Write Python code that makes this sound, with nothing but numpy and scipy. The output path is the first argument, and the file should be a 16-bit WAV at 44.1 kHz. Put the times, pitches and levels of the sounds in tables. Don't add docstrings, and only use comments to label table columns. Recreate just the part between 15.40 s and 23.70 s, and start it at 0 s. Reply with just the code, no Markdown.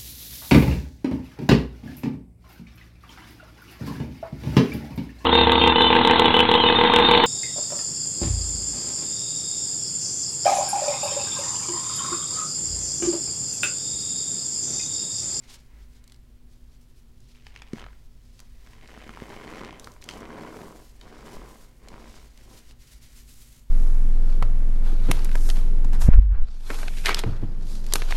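import sys
import numpy as np
from scipy import signal
from scipy.fft import rfft, irfft, next_fast_len
from scipy.io import wavfile
from scipy.ndimage import uniform_filter1d, map_coordinates

SR = 44100
rng = np.random.default_rng(int(sys.argv[2]) if len(sys.argv) > 2 else 0)


def store_wav(level_fs):
    pcm = np.round(np.clip(np.atleast_2d(level_fs), -1, 1) * 32767)
    wavfile.write(sys.argv[1], SR, pcm.T.astype(np.int16))


def voltage_ratio(level):
    return 10 ** (np.asarray(level, float) / 20)


N = 366030

# (frequency [Hz], width [Hz], level [dB])
PALM_MODES = [(131, 124, -2), (229.6, 37.5, 4.5), (318, 37, 3), (434, 167, 1.5)]
# (frequency [Hz], width [Hz], level [dB])
LUMP_MODES = [(570, 330, 1.5), (738, 93, 2), (1010, 155, 4.5), (1510, 230, -2.5)]
# (peak [s], build-up [s], release [s], pressure [dB], dryness [dB])
FIST_PRESSES = [(3.328, 0.18, 0.21, -65, 0.5), (3.6, .3, 0.31, -55, 1), (3.92, .3, 0.19, -51, -3),
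                (4.2, .4, 0.25, -46, -2.5), (4.451, .15, .15, -57.5, -15), (4.711, 0.033, .15, -58, -8),
                (4.8, .2, 0.29, -47.5, -8.5), (5.02, .25, 0.22, -45.5, -8), (5.22, .2, 0.26, -49.5, -12.5),
                (5.68, .1, 0.31, -56, -7.5), (5.93, .35, .38, -51, -8), (6.53, .15, 0.38, -54, -7),
                (6.79, .2, 0.13, -63.5, -3), (7.0, 0.091, 0.14, -68, 2), (7.125, 0.12, 0.13, -62, -16),
                (7.301, 0.033, 0.098, -70, -6.5)]
# (time [s], half length [s], hiss [dB], airy top over it [dB])
RUB_STROKES = [(3.49, 0.3, -64.5, -11), (3.833, 0.61, -62, -5), (4.063, .3, -61.5, -10),
               (4.47, 0.24, -62.5, -1), (4.632, .04, -65, -16), (4.718, 0.076, -55, -13),
               (4.778, 0.081, -58.5, -4), (5.074, 0.39, -60, -6.5), (5.235, 0.27, -60, -1),
               (5.457, 0.19, -61.5, -1.5), (5.619, 0.049, -63, -13), (5.749, 0.18, -60, -22),
               (5.943, 0.17, -55.5, -6), (6.12, 0.16, -60.5, 0.5), (6.225, 0.19, -64.5, -0.5),
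               (6.575, 0.16, -73, -11), (6.71, 0.37, -59.5, -11), (6.85, 0.11, -64.5, -1),
               (7.042, 0.31, -65, -3.5), (3.29, 0.34, -65.5, -10), (6.378, 0.14, -76.5, 8)]
# (peak [s], build-up [s], release [s], hiss [dB], airy top over it [dB])
THUMB_WIPES = [
    (7.179, 0.15, 0.14, -56, -1),
    (7.293, 0.079, 0.052, -58.5, -5.5),
    (7.423, 0.047, 0.083, -59.5, -3),
    (7.535, 0.15, 0.1, -58, -0.5),
    (7.627, 0.037, 0.16, -56.5, -2),
    (7.777, 0.11, 0.088, -55, 2.5),
    (7.9, 0.051, 0.052, -58.5, 3.5),
    (8.012, 0.18, 0.31, -60, 4.5),
    (8.18, 0.1, 0.037, -62.5, 2.5),
]
# (time [s], peak [dB], ring [Hz])
TEAR_CRACKS = [(2.357, -41, 1900), (2.369, -45, 1920), (2.375, -39, 3030), (2.382, -35, 1700),
               (2.3927, -41, 2940), (2.4063, -37, 1400), (2.4158, -38, 2500), (2.4248, -38, 1460),
               (2.3956, -36, 3000), (2.44, -33, 1700), (2.4635, -36, 1360), (2.485, -45, 1500),
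               (2.504, -49, 1500), (2.529, -50, 1600)]
PRESS_SHAPE = 1.9


def unit(x):
    return x / np.sqrt(np.mean(x ** 2) + 1e-20)


def along(points, hz):
    f, v = np.transpose(points)
    return np.interp(np.log(hz + 1), np.log(f + 1), v)


def wobble(rate):
    knots = rng.standard_normal(int(N * rate / SR) + 4)
    return map_coordinates(knots, [np.arange(N) * rate / SR])


def filtered(x, response):
    m = next_fast_len(len(x) + 8192)
    return irfft(rfft(x, m) * response(np.fft.rfftfreq(m, 1 / SR)), m)[:len(x)]


def coloured(spectrum):
    return unit(filtered(rng.standard_normal(N), lambda hz: voltage_ratio(along(spectrum, hz))))


def fading(x, t60):
    return signal.lfilter([1], [1, -voltage_ratio(-60 / (t60 * SR))], x)


def steady(x):
    return x / np.sqrt(np.abs(uniform_filter1d(x * x, SR // 9)) + 1e-12)


def resonant(modes):
    return lambda f: sum((-1) ** k * voltage_ratio(db) * 1j * f * w / (c * c - f * f + 1j * f * w)
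                         for k, (c, w, db) in enumerate(modes))


def struck(x, modes, soft_hz):
    f = np.fft.rfftfreq(8192, 1 / SR)
    power = sum(np.abs(resonant([mode])(f)) ** 2 for mode in modes)
    power = power / (1 + (f / soft_hz) ** 4)
    cepstrum = irfft(np.log(power + 1e-12) / 2)
    cepstrum[1:4096] *= 2
    cepstrum[4097:] = 0
    impulse_response = irfft(np.exp(rfft(cepstrum)))[:4096]
    return signal.fftconvolve(x, impulse_response)[:len(x)]


def swells(rows, rest_db, shape):
    edge_db = 19
    t = np.arange(0, N + SR // 500, SR // 500) / SR
    s, rise, fall, db = np.transpose(rows)[:, :, None]
    away = np.abs(t - s) / np.abs(np.where(t < s, rise, fall))
    power = voltage_ratio(2 * rest_db) + voltage_ratio(2 * (db - edge_db * away ** shape)).sum(0)
    return np.interp(np.arange(N) / SR, t, 10 * np.log10(power))


def room_tone():
    # (frequency [Hz], level per Hz [dB])
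    rumble_spectrum = [(15, 0.5), (30, -1.5), (40, -8), (50, 4), (60, -10), (75, -12.5), (100, -52)]
    # (frequency [Hz], level per Hz [dB])
    air_spectrum = [(50, -22), (80, 1), (125, 2), (170, -10), (240, -9.5), (300, -15.5), (500, -24.5),
                    (700, -27), (2000, -29), (4400, -32), (8000, -44.5), (12000, -48), (16000, -78)]
    # (frequency [Hz], rms level [dB])
    motor_lines = [(118.4, -74.5), (242.2, -67.5), (360.7, -80.5)]
    # (peak [s], build-up [s], release [s], level [dB])
    duct_surges = [
        (.5, .5, 0.15, -47),
        (1.3, 0.81, 0.19, -58),
        (2.6, 0.83, 0.49, -51.5),
        (3.13, 0.13, 0.31, -46.5),
        (5.95, 0.51, 0.35, -46),
        (6.72, 0.25, 0.18, -47),
    ]
    t = np.arange(N) / SR
    drift = np.cumsum(wobble(19)) / SR

    def line_level_db():
        return 1.6 * wobble(13) - 0.3 * t

    hum = sum(voltage_ratio(db + 3.5 + line_level_db()) * np.sin(2 * np.pi * hz * (t + 0.0101 * drift))
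              for hz, db in motor_lines)
    rumble_db = swells(duct_surges, -48.5, PRESS_SHAPE) - 0.5
    return voltage_ratio(rumble_db) * coloured(rumble_spectrum) + voltage_ratio(-60) * coloured(air_spectrum) + hum


def walls(x):
    # (frequency [Hz], t60 [s])
    wall_decay = [(200, 0.31), (2000, 0.37), (10000, 0.063)]
    hz, t, z = signal.stft(rng.standard_normal(SR // 2), SR, nperseg=256)
    decay = voltage_ratio(-60 * t / along(wall_decay, hz)[:, None])
    tail = signal.istft(z * decay, SR, nperseg=256)[1]
    delayed = np.pad(x, (200, 0))
    return signal.fftconvolve(delayed, tail / np.linalg.norm(tail))[:N]


def squeak():
    # (time [s], length [s], slips per second [Hz], peak [dB])
    skin_creak = (7.108, .034, 255, -47.5)
    s, length, rate, db = skin_creak
    at = np.arange(0, length, 1 / rate)
    slips = np.zeros(N)
    slips[np.round((s + at) * SR).astype(int)] = np.sin(np.pi * (at + 0.0044) / (length + 0.0067))
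    creak = struck(slips, [(rate, 120, 0), (700, 500, -8)], soft_hz=1200)
    return voltage_ratio(db) * creak / np.abs(creak).max()


def block_break():
    # (time [s], peak [dB])
    break_event = [
        (2.333, -20),
    ]
    # (frequency [Hz], level [dB], t60 [s])
    block_modes = [(139, -5.5, 0.045), (218.5, -3.5, 0.052), (332, 3, 0.021), (493, -8.5, 0.024)]
    out = np.zeros(N)
    t = np.arange(SR // 4) / SR
    soft_onset = 1 - np.exp(-(t / 0.0029) ** 2)
    for s, db in break_event:
        ring = sum(voltage_ratio(level - 60 * t / t60) * np.cos(2 * np.pi * hz * (t - 0.0043))
                   for hz, level, t60 in block_modes)
        out[round(s * SR) - 66:][:len(t)] += voltage_ratio(db + 1.5) * ring * soft_onset
    return out


def snaps(events, under, t60, tick_hz, front):
    # (share of pitch [1], share of width [1], level [dB])
    shard_modes = [(.66, 0.7, -3), (1, 0.21, 3), (1.45, 0.3, -7), (2.1, 0.35, -9.5)]
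    out = np.zeros(N + SR)
    t = np.arange(SR // 20) / SR
    spray_envelope = voltage_ratio(-60 * t / t60) * (1 - np.exp(-(t / 0.001) ** 2))

    def to_peak(x):
        return x / np.abs(x).max()

    for s, db, hz, thud_db, tick_db in events:
        spray = rng.standard_normal((3, len(t))) * spray_envelope
        spray[:, :52] *= 0.33
        spray[:, 52] = front * np.array([1, 0.45, 1])
        modes = [(hz * share, hz * width + 100, level) for share, width, level in shard_modes]
        ring = struck(spray[0], modes, soft_hz=2.4 * hz)
        tick = struck(spray[1], [(tick_hz, 0.76 * tick_hz, 0)], soft_hz=0.5 * tick_hz)
        thud = struck(np.abs(spray[2]), under, soft_hz=under[-1][0] * 2.7)
        crack = to_peak(ring) + voltage_ratio(tick_db + 1.0) * to_peak(tick) + voltage_ratio(thud_db - 5.5) * to_peak(thud)
        out[round(s * SR):][:len(t)] += voltage_ratio(db) * crack
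    return out[:N]


def cracks():
    # (time [s], peak [dB], ring [Hz], tick over the ring [dB])
    lump_snaps = [(2.332, -33, 2300, -9.5), (2.9914, -36.5, 4030, -26), (3.001, -34.5, 6660, -13),
                  (3.4744, -43, 2420, 0), (4.396, -33, 5860, -3.5), (4.443, -36, 4000, -0.5),
                  (4.47, -44, 5300, -20), (4.517, -42, 5800, -30), (4.537, -46, 6240, -17),
                  (4.6135, -44, 4000, -10), (4.619, -38.5, 5700, -23), (4.624, -35, 2750, -19),
                  (4.6396, -29.5, 5900, -34), (4.6596, -45, 5020, -19), (4.688, -22.5, 3150, -27),
                  (4.6884, -28.5, 1710, -30), (4.6977, -31, 3200, -15), (4.7093, -32, 3360, -26),
                  (4.736, -37, 3130, -20), (4.774, -42, 3000, -16), (4.804, -41, 5800, -20),
                  (5.215, -38, 2000, -19), (5.598, -51, 8010, -17), (5.6114, -35, 3330, -26.5),
                  (6.4682, -54.5, 3740, -2), (6.484, -40, 2200, 3), (6.974, -47.5, 4055, 3.5),
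                  (7.309, -44, 2880, -4)]
    # (time [s], peak [dB], ring [Hz], thud over the ring [dB])
    fist_slips = [(3.272, -42, 1670, -6), (3.302, -53, 1010, -12), (3.411, -40.5, 2360, -18),
                  (3.575, -33, 956, 2), (3.608, -40, 2231, -14), (3.665, -46.5, 2410, 16),
                  (3.692, -25.5, 1220, -1), (3.748, -37.5, 2030, 4), (3.772, -28, 930, -23),
                  (3.8, -30.5, 1690, -14), (3.82, -30, 1010, 11), (3.883, -36, 984, -17),
                  (3.931, -31.5, 1010, -2), (3.941, -35, 1910, -10), (4.06, -36.5, 932, 10.5),
                  (4.136, -29.5, 1141, 1), (4.213, -27.5, 949, 3), (4.247, -26.5, 2190, -4),
                  (4.307, -31.5, 2220, 1), (4.472, -26.5, 1240, -24), (4.563, -39, 976, -18),
                  (4.853, -33, 1590, -3), (5.034, -31, 1100, -23), (5.168, -29.5, 691, 1),
                  (5.216, -41, 503, 14), (5.881, -32.5, 989, -16.5), (5.967, -36.5, 500, 6),
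                  (6.54, -32.5, 1000, 1), (6.579, -36, 1074, -6), (7.011, -49, 1980, 0)]
    # (time [s], peak [dB], ring [Hz])
    prising_cracks = [
        (0.6395, -46, 7050),
        (0.6765, -43.5, 5940),
        (0.6965, -48, 3370),
        (0.72, -42.5, 3370),
        (0.743, -48.5, 3400),
        (0.7605, -53, 6000),
    ]
    # (time [s], peak [dB], ring [Hz])
    split_cracks = [
        (1.8033, -49, 5900),
        (1.956, -48, 2850),
        (2.0665, -30.5, 2220),
        (2.1518, -44, 2960),
        (2.1605, -30.5, 2300),
        (2.1738, -40, 2960),
        (2.189, -44, 2990),
        (2.219, -29.5, 2320),
        (2.284, -46, 3030),
        (2.3224, -53, 2040),
    ]
    # (time [s], peak [dB])
    palm_creaks = [(1.9484, -50), (1.9674, -50), (1.975, -50), (1.9844, -51), (1.9974, -51), (2.007, -51),
                   (2.0214, -50), (2.035, -53), (2.0494, -52), (2.059, -51), (2.1044, -49), (2.1206, -49),
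                   (2.1274, -51), (2.141, -46), (2.1963, -43), (2.2314, -46), (2.2674, -47), (2.2744, -46)]
    in_open = [(*row, -35, -3) for row in prising_cracks]
    in_open += [(*row, -22, -36) for row in split_cracks]
    in_open += [(*row, -19, -32) for row in TEAR_CRACKS]
    in_open += [(s, db, hz, -16, tick_db) for s, db, hz, tick_db in lump_snaps]
    in_open += [(*row, 2600, -22, -36) for row in palm_creaks]
    muffled = [(*row, -14.5) for row in fist_slips]
    return (snaps(in_open, LUMP_MODES, t60=0.014, tick_hz=8000, front=2.4)
            + snaps(muffled, PALM_MODES, t60=0.008, tick_hz=4870, front=3.5))


def rub():
    # (frequency [Hz], level per Hz [dB])
    powder_spectrum = [(1500, -9), (2600, -2), (3600, -0.5), (5000, 1), (6800, -3), (9500, -9.5),
                       (15800, -23)]
    # (frequency [Hz], level per Hz [dB])
    dust_spectrum = [(4000, -17), (7000, 0.5), (9500, -2), (12500, -2), (14500, -9), (15800, -8.5)]
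    # (time [s], half length [s], hiss [dB], airy top over it [dB])
    block_touches = [(0.712, 0.08, -76, 1), (1.137, 0.075, -67, -8), (1.32, 0.14, -69, -14),
                     (1.42, 0.065, -68, -2), (1.5, .04, -69.5, -2), (1.584, 0.06, -67.5, -5),
                     (1.89, 0.18, -64.5, -17), (2.08, .08, -64, -16), (2.183, .12, -73, -17),
                     (2.373, 0.068, -61, -15), (2.48, 0.62, -70, -16), (2.997, 0.35, -66.5, -12)]
    # (peak [s], build-up [s], release [s], hiss [dB], airy top over it [dB])
    nail_scrapes = [
        (.045, 0.031, 0.035, -59, -15),
        (.1, 0.028, 0.05, -48, -16),
        (0.144, 0.043, 0.024, -47, -8),
        (.19, .04, 0.14, -67.5, -12),
        (.43, 0.16, 0.032, -64, -17),
        (.565, .065, 0.043, -62, -12),
    ]
    # (peak [s], build-up [s], release [s], hiss [dB], airy top over it [dB])
    grain_sprays = [
        (4.1, .004, .05, -58, -1),
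        (4.643, .004, 0.025, -68, -16),
        (4.693, .004, 0.036, -55, -9),
        (3.5, .004, 0.028, -63, -1),
    ]
    stroke_shape, wipe_shape = 1.17, 1.26
    rest_hiss_db, rest_top_db = -84, -82

    def spill(gain_db):
        return [(s, a, r, db + dryness + gain_db) for s, a, r, db, dryness in FIST_PRESSES]

    strokes = block_touches + RUB_STROKES
    hiss = [(s, half, half, db) for s, half, db, _ in strokes] + spill(-13.5)
    airy_top = [(s, half, half, db + airy) for s, half, db, airy in strokes] + spill(-30)
    hiss_db = swells(hiss, rest_hiss_db, stroke_shape)
    top_db = swells(airy_top, rest_top_db, stroke_shape)
    wipes = THUMB_WIPES + nail_scrapes + grain_sprays
    wipe_db = swells([row[:4] for row in wipes], rest_top_db, wipe_shape)
    wipe_top_db = swells([(s, a, r, db + airy) for s, a, r, db, airy in wipes], rest_top_db, wipe_shape)
    grain = unit(voltage_ratio(1.5 * wobble(220) + 1.33 * wobble(50) + 1.3 * wobble(12)))
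    powder = np.hypot(voltage_ratio(hiss_db), voltage_ratio(wipe_db)) * coloured(powder_spectrum)
    dust = np.hypot(voltage_ratio(top_db + 0.5), voltage_ratio(wipe_top_db - 1.0)) * coloured(dust_spectrum)
    return grain * (powder + dust)


def pressure():
    # (peak [s], build-up [s], release [s], pressure [dB], dryness [dB])
    flat_presses = [
        (.11, 0.16, 0.13, -66, 3),
        (.4, 0.22, 0.054, -72, 4.5),
        (.71, 0.49, 0.091, -77.5, 4.5),
        (1.97, 0.24, 0.27, -92, 13),
        (2.08, 0.1, 0.15, -84, 14.5),
        (2.16, 0.067, .05, -69, -7),
        (2.22, 0.17, .15, -67.5, 3),
        (2.42, .14, 0.071, -53, -3),
        (2.55, 0.1, 0.11, -74, 4),
        (3.01, 0.032, 0.049, -65, -17),
    ]
    stroke_crust_db = -10.5
    thud = [(s, a, r, db - 3) for s, a, r, db, _ in flat_presses]
    thud += [(s, a, r * 0.99, db - 0.24 * dryness + 1) for s, a, r, db, dryness in FIST_PRESSES]
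    presses = flat_presses + FIST_PRESSES
    crunch = [row[:4] for row in presses]
    crust = [(s, a, r, db + dryness) for s, a, r, db, dryness in presses]
    crust += [(s, 2.0 * half, 0.78 * half, db + stroke_crust_db) for s, half, db, _ in RUB_STROKES]
    crust += [(s, a, r, db + stroke_crust_db) for s, a, r, db, _ in THUMB_WIPES]
    return swells(thud, -72.5, PRESS_SHAPE), swells(crunch, -82, PRESS_SHAPE), swells(crust, -102, PRESS_SHAPE)


def slip_impulses(crunch_db):
    # (time [s], slip rate share [1], grip share [1])
    wear = [
        (4.3, 0.77, 0.42),
        (5.0, 1, 0.25),
        (6.4, 1.2, 0.34),
        (7.0, 1.13, 0.27),
    ]
    # (time [s], level over the usual slip [dB])
    closing_slips = [(3.3336, 7.0), (3.3389, 1.0), (3.3511, 6.0), (3.3645, 3.0), (3.3766, 3.0),
                     (3.3826, 4.0), (3.39, 2.0), (3.4246, 4.0), (3.431, 5.0), (3.4374, 6.0), (3.4449, 5.0),
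                     (3.4584, 7.0), (3.4877, 2.0), (3.4936, 8.0), (3.5043, 6.0), (3.5154, 6.0),
                     (3.5324, 5.0), (3.5404, 6.0), (3.5474, 3.0), (3.558, 4.0), (3.5645, 4.0),
                     (3.5915, 1.0), (3.6028, 1.0), (3.6161, 3.0), (3.6239, 3.0), (3.6376, 2.0),
                     (3.6424, 3.0), (3.6697, 3.0), (3.6776, 1.0), (3.7057, 2.0), (3.737, 2.0),
                     (3.7612, 7.0), (3.7886, 2.0), (3.8165, 3.0), (3.829, 6.0), (3.8368, 2.0),
                     (3.8557, 4.0), (3.8643, 3.0), (3.8936, 6.0), (3.9019, 7.0), (3.9064, 6.0),
                     (3.9197, 2.0)]
    # (time [s], level over the usual slip [dB])
    hardest_slips = [(3.964, 8.0), (3.9731, 5.0), (3.988, 2.0), (3.9987, 4.0), (4.0123, 6.0), (4.0193, 3.0),
                     (4.0298, 2.0), (4.0349, 4.0), (4.041, 7.0), (4.0478, 5.0), (4.0715, 5.0),
                     (4.0771, 7.0), (4.0841, 3.0), (4.0901, 4.0), (4.0987, 2.0), (4.1039, 3.0),
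                     (4.1138, 2.0), (4.1195, 4.0), (4.1258, 7.0), (4.147, 3.0), (4.1564, 8.0),
                     (4.1694, 3.0), (4.174, 5.0), (4.1814, 4.0), (4.1943, 4.0), (4.2083, 5.0),
                     (4.2252, 4.0), (4.2347, 7.0), (4.2429, 1.0), (4.2567, 4.0), (4.2663, 2.0),
                     (4.2763, 5.0), (4.2882, 4.0), (4.2927, 3.0), (4.3156, 0.0), (4.3272, 7.0),
                     (4.3389, 3.0), (4.3445, 1.0)]
    # (time [s], level over the usual slip [dB])
    second_slips = [(4.758, 2.0), (4.7643, 3.0), (4.769, 3.0), (4.779, 5.0), (4.7909, 2.0), (4.8104, 4.0),
                    (4.8208, 6.0), (4.8299, 6.0), (4.8402, 5.0), (4.8591, 5.0), (4.8754, 6.0),
                    (4.8899, 6.0), (4.9031, 6.0), (4.915, 4.0), (4.9285, 6.0), (4.9439, 4.0), (4.9566, 6.0),
                    (4.9677, 4.0), (4.9778, 7.0), (4.9849, 6.0), (4.9975, 9.0), (5.01, 7.0), (5.0228, 4.0),
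                    (5.0481, 5.0), (5.0648, 4.0), (5.0739, 3.0), (5.0827, 6.0), (5.0919, 4.0),
                    (5.1047, 9.0), (5.1266, 4.0), (5.1426, 5.0), (5.1624, 2.0), (5.1743, 3.0),
                    (5.1899, 5.0), (5.1983, 3.0), (5.2063, 7.0), (5.2111, 3.0), (5.2305, 4.0),
                    (5.2353, 4.0), (5.2444, 6.0), (5.2529, 6.0), (5.2583, 4.0), (5.2643, 2.0),
                    (5.2726, 4.0), (5.2824, 6.0), (5.3025, 4.0), (5.3087, 6.0), (5.3249, 5.0),
                    (5.3544, 7.0), (5.3603, 9.0), (5.3692, 3.0), (5.3748, 3.0), (5.3836, 4.0),
                    (5.3922, 5.0), (5.4002, 8.0), (5.4076, 2.0), (5.4193, 4.0), (5.4241, 3.0)]
    # (time [s], level over the usual slip [dB])
    third_slips = [(5.6533, 5.0), (5.6614, 3.0), (5.6675, 4.0), (5.6721, 7.0), (5.6788, 7.0), (5.7013, 3.0),
                   (5.7256, 9.0), (5.742, 6.0), (5.7578, 4.0), (5.7673, 7.0), (5.79, 6.0), (5.8089, 4.0),
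                   (5.828, 6.0), (5.8545, 8.0), (5.8609, 4.0), (5.8688, 8.0), (5.8751, 3.0), (5.8943, 4.0),
                   (5.9321, 6.0), (5.9408, 6.0), (5.9458, 6.0), (5.9572, 4.0), (5.9683, 9.0), (5.9819, 3.0),
                   (5.9936, 5.0), (6.0174, 4.0), (6.0354, 5.0), (6.0413, 6.0), (6.0509, 3.0), (6.0591, 6.0),
                   (6.0678, 3.0), (6.0763, 6.0), (6.0841, 5.0), (6.0978, 8.0), (6.1098, 4.0), (6.1198, 5.0),
                   (6.1286, 5.0), (6.1403, 7.0), (6.1559, 6.0), (6.1637, 3.0), (6.2071, 3.0), (6.2123, 3.0),
                   (6.2282, 4.0), (6.2364, 5.0), (6.2472, 7.0)]
    # (time [s], level over the usual slip [dB])
    fourth_slips = [(6.451, 2.0), (6.461, 7.0), (6.4748, 7.0), (6.4903, 6.0), (6.504, 9.0), (6.518, 7.0),
                    (6.5285, 5.0), (6.5335, 3.0), (6.5507, 5.0), (6.5594, 4.0), (6.5652, 4.0),
                    (6.5985, 5.0), (6.6068, 2.0), (6.62, 4.0), (6.6257, 7.0), (6.6418, 8.0), (6.657, 7.0),
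                    (6.6697, 5.0), (6.6756, 5.0), (6.6823, 4.0), (6.6871, 4.0), (6.6963, 5.0),
                    (6.7016, 6.0), (6.7194, 3.0), (6.7415, 6.0), (6.7574, 4.0), (6.7653, 6.0),
                    (6.7764, 10.0), (6.7848, 7.0), (6.7964, 5.0), (6.8073, 4.0), (6.8156, 4.0),
                    (6.828, 8.0), (6.8432, 5.0), (6.8484, 5.0), (6.8604, 3.0)]
    # (small slips [dB], crust in distinct slips [dB])
    squeeze_balance = [
        (-10, 0),
        (-10, 0),
        (-11, 1),
        (-5, -4),
        (-2, -5),
        (-11, -1),
    ]
    rate = np.interp(crunch_db, [-60, -47], [95, 235])
    grip = np.interp(crunch_db, [-72, -63], [0.1, 1])
    s, rate_share, grip_share = np.transpose(wear)
    t = np.arange(N) / SR
    quicker, softer = np.interp(t, s, rate_share), np.interp(t, s, grip_share)
    progress = np.cumsum(rate * quicker * voltage_ratio(2.2 * wobble(90))) / SR
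    at = np.flatnonzero(np.diff(np.floor(progress)))
    drawn = rng.standard_normal((N // 60, 5))
    chance = drawn[:len(at)]
    slips = np.zeros((3, N))
    strength_db = 2.2 * chance[:, 0] + [[3], [2.5], [3]] * chance[:, 1:4].T
    slips[:, at] = np.sign(chance[:, 4] + 0.9) * voltage_ratio(strength_db)
    slips *= grip * softer

    squeezes = [TEAR_CRACKS, closing_slips, hardest_slips, second_slips, third_slips, fourth_slips]
    sharp, loose = np.ones((2, N))
    for rows, (small_db, crust_edge_db) in zip(squeezes, squeeze_balance):
        span = slice(round(rows[0][0] * SR), round(rows[-1][0] * SR) + 1)
        slips[:, span] *= voltage_ratio(small_db)
        sharp[span], loose[span] = voltage_ratio(crust_edge_db), voltage_ratio(small_db / 2)

    distinct = [(s, 7) for s, *_ in TEAR_CRACKS]
    distinct += closing_slips + hardest_slips + second_slips + third_slips + fourth_slips
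    when, db = np.transpose(distinct)
    at = np.round(when * SR).astype(int)
    chance = drawn[-len(at):]
    strength_db = np.minimum(db, 9) - 3.5 - np.array([[1], [0], [1.5]])
    strength_db = strength_db + [[1.2], [0.4], [0.8]] * chance[:, 1:4].T
    slips[:, at] = np.sign(chance[:, 4] + 1.5) * np.sqrt(softer[at]) * voltage_ratio(strength_db)
    slips[2, at] *= sharp[at]
    return slips, loose


def crush():
    # (frequency [Hz], width [Hz], level [dB])
    crust_modes = [(1810, 930, 1), (2100, 280, 2.5), (3030, 130, -1.5)]
    thud_db, crunch_db, crust_db = pressure()
    slips, loose = slip_impulses(crunch_db)
    grit = rng.standard_normal((3, N))
    thud = struck(slips[0] + 0.025 * grit[0], PALM_MODES, soft_hz=800)
    lump_grains = (0.17 * fading(slips[1], 0.011) + 0.025 * loose) * grit[1]
    crunch = struck(slips[1] + lump_grains, LUMP_MODES, soft_hz=1700)
    crust_grains = (0.3 * fading(slips[2], 0.011) + 0.04 * loose) * grit[2]
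    crust = struck(slips[2] + crust_grains, crust_modes, soft_hz=4000)
    spark_grains = 0.72 * fading(slips[2], 0.0093) * grit[0]
    spark = struck(slips[2] + spark_grains, [(5060, 3900, 0)], soft_hz=9000)
    return (voltage_ratio(crust_db - 14) * steady(spark) + voltage_ratio(thud_db) * steady(thud)
            + voltage_ratio(crunch_db) * steady(crunch) + voltage_ratio(crust_db) * steady(crust))


def scene():
    hands = crush() + rub() + cracks() + block_break() + squeak()
    return (hands + voltage_ratio(-14.0) * walls(hands) + room_tone())[None]


def low_pass(x):
    return signal.sosfilt(signal.butter(12, 16450, fs=SR, output="sos"), x)


def record(dry):
    mix = filtered(dry[0], lambda hz: hz < 15850)[None]
    return low_pass(mix)


dry = scene()
out = record(dry)
store_wav(out)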